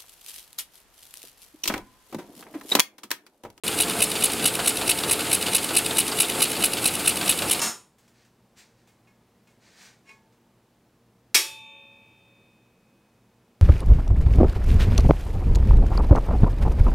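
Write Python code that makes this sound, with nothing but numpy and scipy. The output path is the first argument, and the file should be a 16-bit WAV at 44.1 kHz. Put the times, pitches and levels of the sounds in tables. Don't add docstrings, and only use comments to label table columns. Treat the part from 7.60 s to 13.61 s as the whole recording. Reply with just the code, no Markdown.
import sys
import numpy as np
from scipy import signal
from scipy.fft import rfft, irfft, next_fast_len
from scipy.io import wavfile
from scipy.ndimage import uniform_filter1d, minimum_filter1d

SR = 44100
rng = np.random.default_rng(int(sys.argv[2]) if len(sys.argv) > 2 else 0)


def digitize_waveform(pressure):
    field = np.atleast_2d(pressure).T
    bounded = np.clip(field, -1, 1)
    quanta = np.round(bounded * 32767).astype(np.int16)
    wavfile.write(sys.argv[1], SR, quanta)


N = 265129
TIME = np.arange(N) / SR


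def undb(db):
    return 10 ** (np.asarray(db) / 20)


def along(points, hz):
    f, value = np.transpose(points)
    return np.interp(np.log(hz + 1e-3), np.log(f), value)


def highpass(x, hz, order=2):
    return signal.sosfilt(signal.butter(order, hz, "high", fs=SR, output="sos"), x)


def noise(colour):
    size = next_fast_len(N)
    gain = undb(along(colour, np.fft.rfftfreq(size, 1 / SR)))
    x = irfft(rfft(rng.standard_normal(size)) * gain, size)[:N]
    return x / x.std()


def drift(rate_hz):
    k = int(SR / rate_hz)
    steps = np.repeat(rng.standard_normal(N // k + 1), k)[:N]
    return uniform_filter1d(uniform_filter1d(steps, k), k)


def convolve(force, response):
    return signal.fftconvolve(force, response)[:N]


def contact(start_s, db, bright_hz):
    force = np.zeros(N)
    pulse = np.exp(-2 * np.pi * bright_hz * TIME[:64])
    start = int(start_s * SR)
    force[start:start + len(pulse)] = undb(db) * pulse / pulse.sum()
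    return force


def swell(start_s, attack_s, hold_s, fade_db_per_s, sag_db_per_s=0):
    t = TIME - start_s
    rise = np.sin(np.pi / 2 * np.clip(t / attack_s, 0, 1)) ** 2
    past_top = np.maximum(t - attack_s, 0)
    return rise * undb(-sag_db_per_s * past_top - fade_db_per_s * np.maximum(past_top - hold_s, 0))


def friction(strength):
    return rng.standard_normal(N) * strength


def mode(hz, db, t60, beat_hz=0, twin_gain=0):
    t = TIME[:int(2 * t60 * SR)]
    phase = 2 * np.pi * (hz * t + rng.random())
    pair = np.sin(phase) + twin_gain * np.sin(phase + 2 * np.pi * beat_hz * t)
    return undb(db) * np.exp(-np.log(1000) * t / t60) * pair


def ring(modes):
    out = np.zeros(N)
    for row in modes:
        tone = mode(*row)
        out[:len(tone)] += tone
    return highpass(out, 220, order=4)


def overtones(count, lo_hz, hi_hz, db, tilt_db, t60_s, spread_db=1.5, damping=.3):
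    place, size, life = rng.random((count, 3)).T
    hz = lo_hz + (hi_hz - lo_hz) * place
    level_db = db + tilt_db * place + spread_db * (2 * size - 1)
    decay_s = t60_s * np.exp(damping * (life - 2 * place + .5))
    return np.transpose([hz, level_db, decay_s])


# frequency in Hz, t60 in seconds.
ROOM_DECAY = [(100, 0.16), (400, 0.35), (1200, .33), (3000, .3), (6000, .3), (10000, 0.34), (15000, 0.26)]

def wash(colour, early_db, early_s):
    t = TIME[:SR]
    hz = np.fft.rfftfreq(SR, 1 / SR)
    spectrum = rfft(noise(colour)[:SR])
    centres_hz, t60s = np.transpose(ROOM_DECAY)
    out = np.zeros(SR)
    for share, t60 in zip(np.eye(len(t60s)), t60s):
        band = along(list(zip(centres_hz, share)), hz)
        out += irfft(spectrum * band, SR) * np.exp(-np.log(1000) * t / t60)
    out *= 1 + undb(early_db) * np.exp(-t / early_s)
    return highpass(out, 120)


# start in seconds, level in dB, brightness in Hz, ring offset in dB.
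TOOL_IMPACTS = [(0.001, 0, 5837, -10.5), (0.017, -4, 16100, 0.5), (0.021, -16, 14030, -6.5),
                (0.044, -10.5, 9000, -16), (0.07, -11, 8000, -17)]
# frequency in Hz, level in dB, t60 in seconds.
TOOL_MODES = [(1170, -33, .2), (1470, -31, .22), (1866, -36, .2), (2703, -32, .27), (2955, -39, .33),
              (4296, -43, .33), (4942, -38, .33), (5388, -24, .27), (6118, -32, .24), (6240, -35, .26),
              (6788, -24, .29), (6948, -33, .24), (7210, -39, .28), (7468, -41, .28), (8341, -29, .26),
              (8968, -25, .27), (9325, -29, .2), (9775, -35, .25), (9982, -31, .25), (10502, -34, .24),
              (10803, -39, .28), (11220, -36, .2), (11695, -32, .24), (12455, -38, .23), (12915, -43, .3),
              (13450, -38, .22), (13615, -36, .2), (14025, -29, .17), (14335, -40, .2)]
# frequency in Hz, relative density in dB.
BENCH_COLOUR = [(80, -5), (150, -1), (250, 1.5), (400, -0.5), (550, -4.5), (900, -0.5), (1500, 1),
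                (2500, -4.5), (4200, -5.5), (7000, -2), (9500, -6), (12000, -11.5), (15500, -23)]

def tool_clatter(bench_db=-33, slide_db=-25, slide_ring_db=-13):
    blows = sum(contact(s, db, hz) for s, db, hz, _ in TOOL_IMPACTS)
    ring_force = sum(contact(s, db + ring_db, hz) for s, db, hz, ring_db in TOOL_IMPACTS)
    skid = swell(start_s=.012, attack_s=.008, hold_s=.064, fade_db_per_s=596, sag_db_per_s=110)
    grit = undb(slide_db) * friction(skid)
    jangle = overtones(count=70, lo_hz=2400, hi_hz=15000, db=-43, tilt_db=-4, t60_s=.25)
    metal = convolve(ring_force + undb(slide_ring_db) * grit, ring(TOOL_MODES) + ring(jangle))
    bench = convolve(blows + grit, wash(BENCH_COLOUR, early_db=3.5, early_s=.00953))
    return metal + undb(bench_db) * bench


# frequency in Hz, relative density in dB.
AIR_COLOUR = [(15, -47), (25, -21), (33, -12.5), (91, -9), (119, -0.5), (144, -8), (193, -1), (267, -8.5),
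              (340, -6.5), (433, -11), (469, -10), (614, -13), (895, -14), (1410, -20.5), (15500, -37)]
# frequency in Hz, rms level in dB.
HUM_PARTIALS = [(60, -85), (119.6, -72.5), (237, -74), (464, -78.5)]

def room_hum(air_db=-63):
    hum = np.zeros(N)
    for hz, db in HUM_PARTIALS:
        amplitude = np.sqrt(2) * undb(db + drift(7.3))
        hum += amplitude * np.sin(2 * np.pi * hz * TIME + .27 * drift(2.5))
    return hum + undb(air_db + .52 * drift(2.1)) * noise(AIR_COLOUR)


# start in seconds, level in dB, brightness in Hz, ring offset in dB.
STAY_TAPS = [(0.384, -8.5, 13900, -29), (0.479, -9.5, 9100, -16), (0.649, -12, 9000, -14),
             (1.2741, -9.5, 9060, -10), (1.287, -13, 9000, -13), (1.473, -14, 4000, 5.5),
             (1.8728, -9.5, 5500, -3), (1.9042, -15.5, 9000, -17), (2.4925, -6, 3885, 11),
             (2.7244, -14, 4920, -13)]
# frequency in Hz, level in dB, t60 in seconds.
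DROPOUT_MODES = [(409, -63, 0.26), (886, -68.5, 1.6), (1099, -60.5, 0.29), (1690, -59.5, 0.45),
                 (2175, -54, 0.31), (2214, -55.5, 0.18), (2476, -52, 0.15), (2740, -58, 0.13),
                 (3300, -66, 0.18), (4000, -67, .16), (4050, -67, 0.14), (4511, -75, 0.15),
                 (5437, -65, 0.17), (7025, -67, 0.15), (8440, -72, 0.11), (9750, -74, .1)]
# frequency in Hz, relative density in dB.
TICK_COLOUR = [(200, -16), (800, 6), (2300, 5), (4000, 2.5), (7500, 5), (11000, -3), (15500, -0.5)]
RUB_COLOUR = [(200, -20), (700, -2), (1100, -4), (1550, 5), (2300, 3), (3200, -1), (4500, 0.5),
              (7000, -2.5), (9000, -8.5), (11000, -17), (15500, -21)]

def stay_taps(tick_db=-52, scrape_db=-31, rasp_db=-58):
    seating = swell(start_s=2.425, attack_s=.075, hold_s=.01, fade_db_per_s=600)
    scrape = undb(scrape_db) * friction(seating)
    force = scrape + sum(contact(s, db + ring_db, hz) for s, db, hz, ring_db in STAY_TAPS)
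    ticks = sum(convolve(contact(s, db, hz), wash(TICK_COLOUR, early_db=-17, early_s=.0094))
                for s, db, hz, _ in STAY_TAPS)
    rasp = convolve(scrape, wash(RUB_COLOUR, early_db=-9, early_s=.0056))
    return convolve(force, ring(DROPOUT_MODES)) + undb(tick_db) * ticks + undb(rasp_db) * rasp


# start, attack and hold in seconds, level and treble offset in dB.
HAND_STROKES = [(0.40, .04, .03, -72.5, -6), (0.516, .06, 0.056, -67, -16), (0.949, 0.043, 0.011, -55, -5),
                (1.14, 0.054, .02, -72.5, -17), (1.98, 0.076, 0.084, -61.5, -22),
                (2.133, .09, 0.045, -53.5, -9)]

def brushing(treble_db=12, room_db=-38):
    hiss = noise(RUB_COLOUR) * undb(.8 * drift(150))
    treble = undb(treble_db) * highpass(noise(RUB_COLOUR), 9000)
    direct = np.zeros(N)
    for start_s, attack_s, hold_s, db, bright_db in HAND_STROKES:
        speed = swell(start_s, attack_s, hold_s, fade_db_per_s=177)
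        direct += undb(db) * speed * (hiss + undb(bright_db) * np.sqrt(speed) * treble)
    reflections = convolve(direct, wash(TICK_COLOUR, early_db=-18, early_s=.01))
    return direct + undb(room_db) * reflections


# start in seconds, level in dB, brightness in Hz.
STAY_STRIKES = [(3.7449, -6, 14110), (3.7481, -0.5, 14000)]
# frequency in Hz, relative density in dB.
CLANK_COLOUR = [(100, -27), (230, -24), (370, -4.5), (560, -14.5), (950, -11.5), (1500, -7.5), (2400, 2.5),
                (3200, -6), (5200, 0.5), (7500, -3.5), (10000, -4), (13000, -8), (15500, -12.5)]
# frequency in Hz, level in dB, t60 in seconds.
STAY_MODES = [(339, -44, .5), (400, -41, .4), (1160, -36, .31), (1685, -39, .36), (2251, -23, .22),
              (2560, -25, .2), (3333, -25, .37), (3793, -25, .23), (3856, -31, .3), (4300, -29, .22),
              (4474, -32, .36), (5175, -24, .25), (5487, -25, .26), (5560, -28, .27), (5582, -21, .29),
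              (5620, -28, .26), (6775, -31, .3), (7008, -31, .4), (8304, -26, .24), (8442, -24, .25),
              (9239, -28, .27), (9271, -31, .29), (9740, -28, .2), (11118, -40, .44), (11620, -27, .29),
              (12286, -36, .33), (12710, -39, .36), (13292, -27, .17), (14050, -31, .18), (14980, -34, .22)]
# frequency in Hz, level in dB, t60 in seconds,
# beat rate in Hz, amplitude ratio of the twin mode.
FRAME_MODES = [(555, -56, 3.5, 1.95, .7), (882.5, -43, 1.8, 3, .1), (1110, -63, 2.5, 2, .3),
               (1139, -56, 1.7, 2.5, .3), (1803, -66, 3, 2, .3), (2282, -65, 2.6, 2, .3),
               (2306.5, -56, 3, 2.8, .95), (2367, -49, 2.3, 2.4, .1), (2523, -45, 3.3, 1.8, .22),
               (2591, -40, 2.1, 2, .03), (2726, -60, 2.2, 2.5, .3), (2910, -60, 2, 2.5, .5),
               (3183, -57, 2.6, 2.4, .3), (3606, -40, 2.16, 1.4, -.3), (6385, -61, 1.1, 3, .5),
               (6490, -68, 1.6, 3, .5), (6708, -63, 1.1, 3, .5), (7012, -59, 1, 3, .5),
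               (7811, -66, 1.1, 3, .5), (8370, -67, 1.2, 3, .5)]

def frame_clank(wash_db=-16):
    dense = sum(convolve(contact(*row), wash(CLANK_COLOUR, early_db=0, early_s=.011))
                for row in STAY_STRIKES)
    shimmer = overtones(count=140, lo_hz=2800, hi_hz=15300, db=-39, tilt_db=-7, t60_s=.34)
    metal = ring(STAY_MODES) + ring(shimmer) + ring(FRAME_MODES)
    full_blow = contact(*STAY_STRIKES[-1])
    return undb(wash_db) * dense + convolve(full_blow, metal)


def scene(hiss_db=-78.5):
    mono = tool_clatter() + room_hum() + stay_taps() + brushing() + frame_clank()
    return mono + undb(hiss_db) * rng.standard_normal((2, N))


def record(dry, ceiling=.8, window_s=.003, top_hz=15750):
    window = int(window_s * SR)
    allowed = ceiling / np.maximum(np.abs(dry).max(axis=0), ceiling)
    gain = uniform_filter1d(minimum_filter1d(allowed, window), window)
    return signal.sosfilt(signal.ellip(10, .2, 80, top_hz, fs=SR, output="sos"), gain * dry)


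dry = scene()
out = record(dry)
digitize_waveform(out)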